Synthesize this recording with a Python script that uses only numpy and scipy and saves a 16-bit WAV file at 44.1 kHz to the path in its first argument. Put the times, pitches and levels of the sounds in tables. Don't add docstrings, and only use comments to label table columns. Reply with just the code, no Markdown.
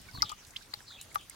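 import sys
import numpy as np
from scipy import signal
from scipy.fft import rfft, irfft, next_fast_len
from scipy.io import wavfile
from scipy.ndimage import uniform_filter1d, map_coordinates

SR = 44100
rng = np.random.default_rng(int(sys.argv[2]) if len(sys.argv) > 2 else 0)


def pcm_store(signal):
    levels = np.round(np.clip(np.atleast_2d(signal), -1, 1) * 32767)
    wavfile.write(sys.argv[1], SR, levels.astype(np.int16).T)


N = 59535


def amp(db):
    return 10 ** (np.asarray(db) / 20)


def unit(x):
    return x / np.sqrt(np.mean(x ** 2) + 1e-20)


def along(points, hz):
    f, v = np.transpose(points)
    return np.interp(np.log(hz + 1), np.log(f + 1), v)


def wobble(rate, size=N):
    return map_coordinates(rng.standard_normal(size // 8), [np.arange(size) * rate / SR])


def filtered(x, response):
    n = x.shape[-1]
    m = next_fast_len(n + 1024, True)
    spectrum = rfft(x, m) * response(np.fft.rfftfreq(m, 1 / SR))
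    return irfft(spectrum, m)[..., :n]


def lead(x, seconds):
    sides = np.array([[1], [-1]])
    return filtered(x, lambda hz: np.exp(1j * np.pi * hz * seconds * sides))


def add(out, s, sound, pan_db=0):
    i = max(round(s * SR), 0)
    pair = (sound * amp([[pan_db / 2], [-pan_db / 2]]))[:, :N - i]
    out[:, i:i + pair.shape[1]] += pair


def echoes(x, t60, alike=0):
    t = np.arange(min(x.shape[-1], SR // 4)) / SR
    noise = rng.standard_normal((2, len(t))) + alike * rng.standard_normal(len(t))
    tail = noise * amp(-60 * t / t60)
    tail /= np.linalg.norm(tail, axis=1, keepdims=True)
    return signal.fftconvolve(np.atleast_2d(x), tail, axes=1)[:, :x.shape[-1]]


def fade(t, attack, t60):
    e = (1 - np.exp(-t / attack)) * np.exp(-np.log(1000) * t / t60)
    return e / e.max()


def plips():
    # start in seconds, starting pitch in Hz, level in dB, attack in seconds,
    # 60 dB decay in seconds, rise in octaves per second, left over right in dB, left lead in seconds.
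    bubbles = [(0.0867, 1480, -53, 0.00058, 0.075, 1.5, -18.5, 0),
               (0.0860, 2265, -56, 0.00053, 0.054, -4.5, -16.5, 0),
               (0.1760, 770, -51, 0.002, 0.05, -11.5, 2, -0.0073),
               (0.2060, 1930, -45.5, 0.00095, 0.058, 14.5, -8, .0001),
               (0.2212, 4560, -16.5, 0.00087, 0.0038, 12, 6, .00014),
               (0.2220, 5110, -12, 0.00041, 0.007, 32, 8, 0),
               (0.2218, 14600, -36, 0.00015, 0.0029, 3, 14, 0),
               (0.2231, 5750, -23.5, 0.0012, 0.0098, 19.5, 5.5, .00012),
               (0.2980, 898, -48, 0.0028, 0.05, -8, 6, .0003),
               (0.3000, 2450, -52.5, 0.00036, 0.02, -8, 20, 0),
               (0.3180, 1238, -42.5, 0.0035, 0.046, -1, 12, .0003),
               (0.5358, 1970, -53, .002, 0.0079, -2, 13, 0),
               (0.5540, 2103, -52.5, 0.0027, 0.054, -0.5, 5, 0),
               (0.5624, 3085, -28.5, 0.0009, 0.0053, 2, -9.5, -.00003),
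               (0.566, 3330, -28, 0.00018, 0.0076, 40, -7, -.00003),
               (0.6110, 1500, -62, 0.0011, 0.027, 23, -25, 0),
               (0.7370, 840, -51, 0.00057, 0.062, -2, 7.5, .0003),
               (0.7372, 1490, -36.5, 0.00028, 0.011, 6, 3, .0003),
               (0.739, 4090, -24, 0.0014, 0.0053, 78, 8, .00015),
               (0.805, 1570, -50.5, 0.001, 0.011, 35, -18, 0),
               (0.9040, 1205, -57, 0.0024, 0.1, 38, -14.5, 0), (1.1150, 2060, -52, .002, 0.015, 24, -10, 0),
               (1.3088, 2220, -54, .001, 0.025, -9, -15, 0)]
    scatter_db, scatter_t60_s = -4, 0.016
    out, t = np.zeros((2, N)), np.arange(SR // 16) / SR
    for s, hz, db, attack, t60, rise, pan_db, lead_s in bubbles:
        pitch = hz * 2 ** np.minimum(rise * t, 1)
        ring = amp(db) * fade(t, attack, t60) * np.sin(2 * np.pi * np.cumsum(pitch) / SR)
        scatter = amp(scatter_db) * echoes(ring, scatter_t60_s)
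        add(out, s, lead(ring, lead_s) + scatter, pan_db)
    return out


def plops():
    # start in seconds, peak level in dB, pitch ratio,
    # left over right in dB, attack in seconds, ring length ratio.
    blows = [(0.1485, -44, 0.82, -14.5, 0.0012, 0.93), (0.1740, -41.5, 0.95, 6, 0.00042, 2.9),
             (0.2262, -19.5, 1.007, 8, 0.00083, 0.97), (0.2975, -40, 1.0, 8, 0.0035, 0.82),
             (0.3178, -37.5, 0.84, 10.5, 0.00069, 0.43), (0.3255, -41.5, .98, 12, 0.0022, 0.86),
             (0.7368, -35, 0.97, 12, 0.00016, 0.26), (1.1570, -19, 0.97, 7.5, 0.00087, 0.85)]
    # pitch in Hz, relative level in dB,
    # 60 dB decay in seconds.
    tones = [(828, -7.5, 0.064), (1004, -24, 0.081), (1175, 4.5, 0.047), (1255, -2, 0.047),
             (1508, -22, 0.054), (1985, -8.5, 0.013)]
    lead_s = 0.00035
    sharp, settle_s = 0.092, 0.0083
    low_hz = 680
    low_cut = signal.butter(2, low_hz, 'high', fs=SR, output='sos')
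    out, t = np.zeros((2, N)), np.arange(SR // 16) / SR
    turns = np.cumsum(1 + sharp * np.exp(-t / settle_s)) / SR
    for s, db, ratio, pan_db, attack, length in blows:
        ring = np.zeros(len(t))
        for hz, level, t60 in tones:
            tone = np.sin(2 * np.pi * hz * ratio * turns)
            ring += amp(level) * fade(t, attack, t60 * length) * tone
        ring = signal.sosfilt(low_cut, ring)
        add(out, s, lead(amp(db) * ring / abs(ring).max(), lead_s), pan_db)
    return out


def splats(attack=0.00013, apart=0.54, apart_per_db=0.2, grain_db=3, grain_rate=2500, skirt=0.84):
    # start in seconds, level in dB (before halving the noise), centre in Hz,
    # spread in octaves, 60 dB decay in seconds, left over right in dB.
    bursts = [(0.0140, -50, 8440, 0.36, 0.088, -5), (0.094, -47, 4330, 0.19, 0.019, 2),
              (0.1125, -47, 5300, 0.13, 0.012, 9.5), (0.1741, -42.5, 1580, 0.2, 0.02, 12),
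              (0.2214, -32.5, 5800, 0.95, 0.024, -0.5), (0.2230, -25, 4860, 0.1, 0.064, 2),
              (0.227, -41, 1380, 0.067, 0.032, 12), (0.2937, -35.5, 4400, 0.49, 0.066, 6),
              (0.3165, -39, 7130, 0.26, 0.03, -7.5), (0.449, -43.5, 4860, 0.65, 0.024, -4),
              (0.467, -48, 6800, 0.6, 0.18, 0), (0.5065, -40, 6500, 0.24, 0.026, 3),
              (0.5651, -35.5, 4440, 0.26, 0.044, 0.5), (0.6218, -44, 4600, 0.32, 0.068, -2.5),
              (0.7359, -41, 2050, 0.079, 0.045, 5), (0.738, -35.5, 7500, 4.4, 0.039, -3.5),
              (0.789, -50, 5230, 0.067, 0.026, -19), (1.0125, -31.5, 5330, 1.3, 0.013, 3),
              (1.0138, -37, 7440, 0.18, 0.044, -1), (1.022, -45, 9500, 0.28, 0.13, -4),
              (1.128, -46, 10100, 0.18, 0.009, -14), (1.1451, -32, 7600, 8.1, 0.038, 5),
              (1.1495, -32.5, 11240, 0.1, 0.026, -11), (1.1512, -38, 1740, 0.17, 0.053, 6),
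              (1.1568, -33.5, 3460, 0.73, 0.02, 4), (1.2115, -46.5, 8500, 0.39, 0.0073, 0),
              (1.2971, -31, 8240, 0.27, 0.021, -4.5)]
    out, t = np.zeros((2, N)), np.arange(SR // 16) / SR
    for s, db, hz, width, t60, pan_db in bursts:
        shared = rng.standard_normal(len(t))
        own = rng.standard_normal((2, len(t)))
        spray = shared + (apart + apart_per_db * abs(pan_db)) * own
        spray = spray * amp(grain_db * wobble(grain_rate, size=len(t)))
        spray = unit(filtered(spray, lambda f: (1 + (np.log2((f + 1) / hz) / width) ** 2) ** -skirt))
        add(out, s, amp(db) / 2 * spray * fade(t, attack, t60), pan_db)
    return out


def thuds(attack=0.0013, t60=0.018):
    # start in seconds, level in dB, pitch in Hz.
    bumps = [(0.066, -47, 95), (0.144, -39.5, 130), (0.184, -35.5, 125), (0.249, -42, 149),
             (0.332, -50.5, 89), (0.773, -47, 112)]
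    out, t = np.zeros((2, N)), np.arange(SR // 16) / SR
    for s, db, hz in bumps:
        add(out, s, amp(db) * fade(t, attack, t60) * np.sin(2 * np.pi * hz * t))
    return out


def fine_drips(count=480, pan_spread_db=4, rise=15):
    per_s, level_db, spread_db = 320, -62.5, -1.5
    middle_hz, spread_octaves, decay_cycles = 3434, 0.892, 24
    out, t = np.zeros((2, N)), np.arange(SR // 50) / SR
    times = np.cumsum(rng.exponential(1 / per_s, count))
    for s, (pitch, size, pan) in zip(times, rng.standard_normal((count, 3))):
        if s < N / SR:
            hz = np.clip(middle_hz * 2 ** (spread_octaves * pitch), 900, 14000)
            tone = np.sin(2 * np.pi * hz * t * (1 + rise * t / 2))
            ring = fade(t, 1 / hz, decay_cycles / hz) * tone
            add(out, s, amp(level_db + spread_db * size) * ring, pan_spread_db * pan)
    return out


def bird(flicker_db=3, flicker_rate=130):
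    # start in seconds, length in seconds, first pitch in Hz, last pitch in Hz,
    # level in dB before the dry and wet gains, waver as a share of the pitch.
    whistles = [(0.129, 0.049, 4630, 4050, -51.5, 0.058), (0.170, 0.0382, 3750, 3256, -47, .06),
                (0.235, 0.0308, 4200, 3414, -43.5, 0.09), (0.265, 0.032, 3544, 3422, -41, .042),
                (0.292, 0.026, 3040, 2890, -44.5, 0.034), (0.865, 0.054, 4334, 3700, -50, 0.081),
                (0.915, 0.064, 3546, 3374, -49.5, .07), (0.968, 0.051, 2450, 2945, -54, 0.071),
                (0.986, 0.034, 3740, 3950, -57, 0.075), (1.179, 0.041, 3650, 2660, -51.5, 0.068)]
    edge_s, waver_rate = 0.006, 560
    dry_db, wet_db, echo_t60_s = -2.5, -1.5, 0.16
    out, t = np.zeros((2, N)), np.arange(SR // 8) / SR
    for s, length, first_hz, last_hz, db, waver in whistles:
        glide = first_hz * (last_hz / first_hz) ** (t / length)
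        pitch = glide * (1 + waver * wobble(waver_rate, size=len(t)))
        swell = np.clip(np.minimum(t, length - t) / edge_s, 0, 1)
        swell = swell * amp(flicker_db * wobble(flicker_rate, size=len(t)))
        add(out, s, amp(db) * swell * np.sin(2 * np.pi * np.cumsum(pitch) / SR))
    return amp(dry_db) * out + amp(wet_db) * echoes(out, echo_t60_s, alike=3.4)


def rush(spectrum, alike):
    def turn(hz):
        return np.arccos(np.clip(along(alike, hz), -1, 1)) / 2

    def colour(hz):
        return amp(along(spectrum, hz)) * [np.cos(turn(hz)), np.sin(turn(hz))]

    mid, side = filtered(rng.standard_normal((2, N)), colour)
    return unit(np.array([mid + side, mid - side]))


def patchy(x, depth_db):
    z = signal.stft(x, nperseg=512)[2]
    field = uniform_filter1d(rng.standard_normal(z.shape[1:]), size=12, axis=0)
    field = uniform_filter1d(field, size=7, axis=1)
    return unit(signal.istft(z * amp(depth_db * unit(field)), nperseg=512)[1][:, :N])


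def air():
    # frequency in Hz, relative level in dB per Hz.
    hiss_colour = [(150, -29), (250, -2.5), (700, -0.5), (1700, -2.5), (2500, -3.5), (4000, -2), (7000, -5),
                   (10000, -10.5), (16000, -17)]
    # frequency in Hz, likeness (1 is the same).
    hiss_alike = [(200, 0.82), (1500, 0.34), (5000, 0.14), (15000, 0.47)]
    # frequency in Hz, relative level in dB per Hz.
    rumble_colour = [(15, -36), (28, -2.5), (60, -2.5), (110, -3), (200, -8.5), (350, -15), (700, -32)]
    # frequency in Hz, likeness (1 is the same).
    rumble_alike = [(60, 1), (150, 0.76), (350, 0.28)]
    # time in seconds, level in dB.
    rumble_level = [(0, -53.5), (0.041, -62.5), (0.081, -57.5), (.125, -60), (0.149, -47.5), (.19, -53.5),
                    (.23, -48), (.29, -62.5), (.34, -59.5), (.42, -62.5), (.6, -61), (.78, -62.5),
                    (.93, -63), (1.2, -59.5), (1.28, -62.5), (1.35, -62.5)]
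    hiss_db = -57
    rumble_db = np.interp(np.arange(N) / SR, *np.transpose(rumble_level))
    hiss = amp(hiss_db) * patchy(rush(hiss_colour, hiss_alike), depth_db=3.0)
    return hiss + amp(rumble_db) * rush(rumble_colour, rumble_alike)


def scene():
    yard_db, yard_t60_s = -24.5, 0.2
    drops = plips() + plops() + splats()
    yard = amp(yard_db) * echoes(drops, yard_t60_s)
    return drops + yard + thuds() + fine_drips() + bird() + air()


def record(dry):
    top_hz = 16100
    return filtered(dry, lambda hz: hz < top_hz)


dry = scene()
out = record(dry)
pcm_store(out)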